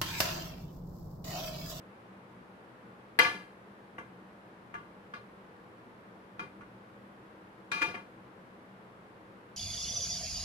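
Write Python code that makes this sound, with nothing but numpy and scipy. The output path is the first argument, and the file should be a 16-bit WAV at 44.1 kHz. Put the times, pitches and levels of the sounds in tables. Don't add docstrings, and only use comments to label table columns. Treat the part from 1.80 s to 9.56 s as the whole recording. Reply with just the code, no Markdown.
import sys
import numpy as np
from scipy import signal
from scipy.fft import rfft, irfft, next_fast_len
from scipy.io import wavfile
from scipy.ndimage import map_coordinates

SR = 44100
rng = np.random.default_rng(int(sys.argv[2]) if len(sys.argv) > 2 else 0)


def unload_wav(signal):
    wavfile.write(
        sys.argv[1],
        SR,
        np.round(np.clip(np.atleast_2d(signal).T, -1, 1) * 32767).astype(np.int16),
    )


N = 342330

# start in seconds, strength in dB,
# bass, middle, presence, top and knock trims in dB, knock pitch ratio, loss per chatter contact in dB,
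# body level in dB, glass ring time (t60) in seconds.
PLUG_TAPS = [(1.3886, -21.5, 1.5, -3.5, 5.5, 2.3, -0.5, 0.89, 1, -29, 0.38),
             (1.446, -34, -4, -3, 3, -13, -4, 1, 1, -49, 0.38),
             (2.182, -45.5, 7.5, 3.5, -12, -4.5, 1.5, 0.86, 5, -58, 0.21),
             (2.9405, -46.5, 6, 4, -7, -4.5, 5, 0.7, 1.6, -55, 0.29),
             (3.337, -49, 6.5, 7.5, 8, 0.5, -1.5, 0.69, 4, -58, 0.23),
             (4.5936, -48, 9.5, 9.5, 5, 2, 6.5, 0.68, 8, -47, 0.24),
             (4.628, -54.5, 9, -5, 3, -3, -6, 0.9, 3, -56, 0.17),
             (4.808, -59, 7.5, 8.5, -6.5, 0, -1, 0.8, -1, -66, 0.17),
             (5.916, -40, 3.5, 3, 11.5, 7.5, 7.5, 0.8, 4.5, -61, 0.51),
             (6.011, -44, 10, 0, -1, 6, -7, 0.98, 4, -64, 0.35),
             (6.016, -37, 8, 2, 7, 3.5, -4, 0.76, -2.5, -39, 0.37),
             (6.085, -48.5, 12, -1, 9, 3, -3, 0.8, 6, -59, 0.22),
             (6.142, -44, 9, 2.5, -5.5, -3, 0, 0.95, -0.5, -54, 0.25)]
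def plug_taps(out, t):
    for start, *blow in PLUG_TAPS:
        add(out, start, tap(t, *blow))


FULL_BLOW_DB = -16.5
KNOCK_DB, KNOCK_LOSS = 10, 0.22
CLICK_DB, CLICK_LOSS = 8, 1.2
THUMP_DB, THUMP_LOSS = -41, 0.37
# pitch in Hz, level in dB, t60 in seconds.
BODY_MODES = [(309.6, -8.5, 0.1), (433, -13, 0.24), (491.5, -8, 0.3), (708, -8.5, 0.32), (906.4, -12, 0.49),
              (1190, -3, 0.099)]
def tap(t, strength_db, bass_db, middle_db, presence_db, top_db, knock_db, pitch, loss_db, body_db, t60):
    soft_db = FULL_BLOW_DB - strength_db
    tone = [(500, bass_db), (900, bass_db / 2), (1100, middle_db), (1480, middle_db),
            (1750, 0), (2800, 0), (4100, presence_db), (4700, presence_db), (6000, top_db)]
    ring = table_ring(t, t60)
    clack = amp(KNOCK_DB + knock_db - KNOCK_LOSS * soft_db) * knock(t, pitch, loss_db)
    contact = filtered(ring + clack, lambda hz: amp(along(tone, hz)))
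    contact += amp(CLICK_DB - CLICK_LOSS * soft_db) * metal_click(t)
    thump = amp(THUMP_DB - THUMP_LOSS * soft_db) * low_thump(t)
    body = amp(body_db) * partials(BODY_MODES, t, attack=0.0006)
    return amp(strength_db) * contact + thump + body


# frequency in Hz, spectral level in dB.
KNOCK_SPECTRUM = [(45, -48), (90, -20), (200, -36), (400, -6), (1200, -17), (1850, 11), (2350, 15.5),
                  (3200, -6.5), (4500, -9.5), (6000, -42), (8200, -20), (10500, -16), (13000, -29)]
def knock(t, pitch, loss_db, gap_s=0.0034, contact_t60=0.028, valley_db=-8, count=5):
    def colour(hz):
        peaks = sum(cluster(hz, centre, 0.32 * width) for centre, width, _ in GLASS_CLUSTERS)
        return amp(along(KNOCK_SPECTRUM, hz / pitch)) * (amp(valley_db) + peaks)

    starts = np.cumsum(gap_s * rng.uniform(0.685, 1.1, count))
    since = np.maximum(t - (starts - starts[0])[:, None], 0)
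    gains = amp(-loss_db * np.arange(count))[:, None]
    contacts = gains * fade(since, contact_t60) * (1 - np.exp(-since / 0.00051))
    return shaped_noise(colour, np.linalg.norm(contacts, axis=0))


def metal_click(t, delay_s=0.0025):
    click = burst(lambda hz: cluster(hz, centre_hz=12550, half_width_hz=2100), t, t60=0.0074, attack=1e-4)
    return np.roll(click[0], int(delay_s * SR))


# centre in Hz, half-width in Hz, level in dB.
GLASS_CLUSTERS = [(325, 55.5, -15.5), (408, 14, -18.5), (500, 37, -9.5), (718, 48, -9), (906, 50, -3.5),
                  (1140, 39, -3), (1165.3, 60, 3), (1375, 35, -5.5), (1436, 27, 3.5), (1595, 35, -3.5),
                  (1678, 29, 3), (1725, 31, -1), (2040, 35, 1.5), (2081, 60, -1.5), (2320, 21, -14),
                  (2460, 38, -8.5), (2385, 70, -5), (2780, 108, -7.5), (2920, 43, -17), (3168, 49, -7),
                  (3266, 98, -18), (3340, 25, -37), (3600, 24, -12), (3665, 59, -23), (4026, 43, -17.5),
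                  (4116, 39, -14.5), (4380, 27, -24), (4560, 39, -24), (4670, 35, -17), (4950, 50, -29),
                  (5020, 45, -20), (5110, 33, -22), (5270, 56, -26), (5550, 21, -24.5), (5620, 160, -23.5),
                  (5840, 31, -26), (6150, 64, -21.5), (6500, 21, -24.5), (6830, 36, -29), (6830, 43, -32)]
def glass_ring(t, t60, lead_db=-14, wash_db=3.2, scatter_db=9.0):
    def neighbours(hz):
        powers = ((amp(db) * cluster(hz, centre, width)) ** 2 for centre, width, db in GLASS_CLUSTERS)
        return np.sqrt(sum(powers))

    spots = rng.uniform(-1.057, 1, (len(GLASS_CLUSTERS), 2))
    modes = [(hz + shift * width / 4, db + scatter_db * lift, t60)
             for (hz, width, db), (shift, lift) in zip(GLASS_CLUSTERS, spots)]
    leads = amp(lead_db) * partials(modes, t, attack=0.0015)
    return leads + amp(wash_db) * burst(neighbours, t, t60, attack=0.00044)


SHIMMER_SPAN = (6470, 12180)
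def shimmer(t, t60, count=30):
    places = (np.arange(count) + rng.random(count)) / count
    modes = [(hz, 0, t60) for hz in np.interp(places, [0, 1], SHIMMER_SPAN)]
    return partials(modes, t, attack=0.00092) / np.sqrt(count)


# frequency in Hz, spectral level in dB.
ECHO_SPECTRUM = [(50, -25.5), (200, -2.5), (320, 8.5), (500, 3.5), (1200, 3), (2000, 2), (3500, -26),
                 (5000, -30), (6200, -21), (8000, -13.5), (10500, -15), (13000, -22)]
def table_ring(t, t60, echo_db=-15, shimmer_db=-27):
    echo = burst(lambda hz: amp(along(ECHO_SPECTRUM, hz)), t, t60=0.52, attack=0.00074)
    return glass_ring(t, t60) + amp(shimmer_db) * shimmer(t, t60) + amp(echo_db) * echo


def low_thump(t):
    return burst(lambda hz: cluster(hz, centre_hz=161, half_width_hz=92), t, t60=0.3, attack=0.0093)


# start in seconds, level in dB, t60 in seconds.
PLUG_PINGS = [(1.3888, -40, 0.42), (3.337, -61, 0.19), (4.592, -48.5, 0.23), (5.9146, -40.5, 0.88),
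              (6.016, -33, 0.27), (6.142, -52, 0.27)]
def plug_pings(out, t, choke_t60=0.2):
    starts = np.array([start for start, _, _ in PLUG_PINGS])
    for start, db, t60 in PLUG_PINGS:
        later = starts[starts > start] - start
        choked_s = np.maximum(t - later[:, None], 0).sum(axis=0)
        add(out, start, amp(db) * plug_ring(t, t60) * fade(choked_s, choke_t60))


# pitch in Hz, level in dB, share of the ping's ring time.
PLUG_MODES = [(2293, -21, 0.54), (2419, 4.5, 1), (2557, -10.5, 0.52), (2805, -14.5, 0.99),
              (3220, -15, 0.78), (3700, -16, 0.88), (4040, -16.5, 0.62), (4580, -17.5, 0.92),
              (5100, -24, 0.7), (6310, -20.5, 0.77), (7340, -29, 0.6), (9300, -30, 0.86),
              (10200, -29, 0.88)]
def plug_ring(t, t60, rattle_db=-7, rattle_hz=70, left_db=5.5):
    ping = partials([(hz, db, share * t60) for hz, db, share in PLUG_MODES], t, attack=0.0021)
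    sidebands = lambda hz: sum(amp(db) * cluster(hz, centre, rattle_hz) for centre, db, _ in PLUG_MODES)
    rattle = burst(sidebands, t, t60=0.65 * t60, attack=0.0011)
    return (ping + amp(rattle_db) * rattle) * pan(left_db)


# start in seconds, level in dB.
NUDGE_TICKS = [(2.184, -66), (2.941, -68), (3.337, -71)]
# centre in Hz, half-width in Hz, level in dB.
EDGE_BANDS = [(5970, 460, 0.5), (6680, 140, -3), (9900, 900, -4)]
def edge_ticks(out, t):
    edge = lambda hz: sum(amp(db) * cluster(hz, centre, width) for centre, width, db in EDGE_BANDS)
    for start, db in NUDGE_TICKS:
        add(out, start, amp(db) * burst(edge, t, t60=0.11, attack=0.0007))


# start in seconds, level in dB.
PAW_FALLS = [(1.547, -52.5), (4.612, -58), (4.629, -53.5), (5.951, -54), (6.079, -52.5)]
# pitch in Hz, level in dB, t60 in seconds.
THUD_MODES = [(135, -11, .2), (187, 6, 0.26), (303, 1, 0.13), (399, 7, .09)]
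def paw_thuds(out, t):
    for start, db in PAW_FALLS:
        add(out, start, amp(db) * partials(THUD_MODES, t, attack=0.0015))


# frequency in Hz, spectral level in dB.
AIR_SPECTRUM = [(15, -80), (25, -26), (86, -14.5), (114, -7), (148, -11), (192, -3), (263, -10), (316, -6),
                (361, -7.5), (494, -6.5), (658, -11.5), (791, -11), (1050, -10.5), (1600, -14.5),
                (6580, -42.5), (13000, -43.5)]
# centre in Hz, full width in Hz, level in dB.
HUM_BANDS = [(59, 5, -85), (122, 13.7, -69.5), (185, 19.6, -66.5), (199.3, 7.1, -66.5), (240.8, 9.3, -71.5),
             (321, 15, -69.5), (498, 9.8, -75.5)]
def fan(air_db=-54, swell_db=1.1, swells_per_s=5, left_db=1.0):
    size = next_fast_len(N)
    air = amp(air_db) * diffuse(lambda hz: amp(along(AIR_SPECTRUM, hz)), size)
    bands = lambda hz: sum(amp(db) * unit(cluster(hz, centre, width / 2))
                           for centre, width, db in HUM_BANDS)
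    hum_rms = np.linalg.norm([amp(db) for _, _, db in HUM_BANDS])
    hum = hum_rms * diffuse(bands, size)
    swell = amp(swell_db * wobble(swells_per_s))
    return (air[:, :N] + swell * hum[:, :N]) * pan(left_db)


# frequency in Hz, left-right correlation.
STEREO_LIKENESS = [(60, 0.94), (130, 1), (280, 0.9), (610, 0.66), (1330, -0.29), (2890, 0.057),
                   (13000, -0.014)]
def phase_gap(hz):
    return np.arccos(np.clip(along(STEREO_LIKENESS, hz), -1, 1))


def partials(modes, t, attack):
    phases = rng.uniform(0, 2 * np.pi, len(modes))
    ring = sum(amp(db) * fade(t, t60) * np.sin(2 * np.pi * hz * t + phase + [[0], [phase_gap(hz)]])
               for (hz, db, t60), phase in zip(modes, phases))
    return np.sqrt(2) * ring * (1 - np.exp(-t / attack))


def diffuse(colour, size):
    hz = np.fft.rfftfreq(size, 1 / SR)
    turn = phase_gap(hz) / 2
    phases = np.exp(2j * np.pi * rng.random((2, len(hz))))
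    mid, side = irfft(phases * colour(hz) * [np.cos(turn), np.sin(turn)], size)
    return unit(np.array([mid + side, mid - side]))


def shaped_noise(colour, envelope):
    return unit(diffuse(colour, len(envelope)) * envelope) * np.sqrt(np.mean(envelope ** 2))


def burst(colour, t, t60, attack):
    return shaped_noise(colour, fade(t, t60) * (1 - np.exp(-t / attack)))


def cluster(hz, centre_hz, half_width_hz):
    return 1 / (1 + ((hz - centre_hz) / half_width_hz) ** 4)


def filtered(x, response):
    n = x.shape[-1]
    size = next_fast_len(n + SR // 4)
    return irfft(rfft(x, size) * response(np.fft.rfftfreq(size, 1 / SR)), size)[..., :n]


def along(points, hz):
    freqs, values = np.transpose(points)
    return np.interp(np.log(hz + 1), np.log(freqs + 1), values)


def fade(t, t60):
    return np.exp(-np.log(1000) * t / t60)


def wobble(rate):
    knots = rng.standard_normal(int(N * rate / SR) + 4)
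    return map_coordinates(knots, [np.arange(N) * rate / SR])


def amp(db):
    return 10 ** (np.asarray(db) / 20)


def pan(left_db):
    return amp(np.array([[0.5], [-0.5]]) * left_db)


def unit(x):
    return x / np.sqrt(np.mean(x ** 2, axis=-1, keepdims=True) + 1e-20)


def add(out, start, sound):
    out[:, round(start * SR):][:, :sound.shape[1]] += sound


# frequency in Hz, multiple of the leftward pan.
FAR_SIDE_SHADE = [(600, 0.1), (1200, 0.19), (1900, 1), (2500, 0.74), (7500, 1.17), (13000, 0.64)]
def scene(left_db=4.5):
    t = np.arange(SR // 2) / SR
    table = np.zeros((2, N))
    plug_pings(table, t)
    plug_taps(table, t)
    edge_ticks(table, t)
    paw_thuds(table, t)
    return filtered(table, lambda hz: pan(left_db * along(FAR_SIDE_SHADE, hz))) + fan()


def record(dry, cutoff_hz=13000):
    return signal.sosfilt(signal.butter(32, cutoff_hz, fs=SR, output="sos"), dry)


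dry = scene()
out = record(dry)
unload_wav(out)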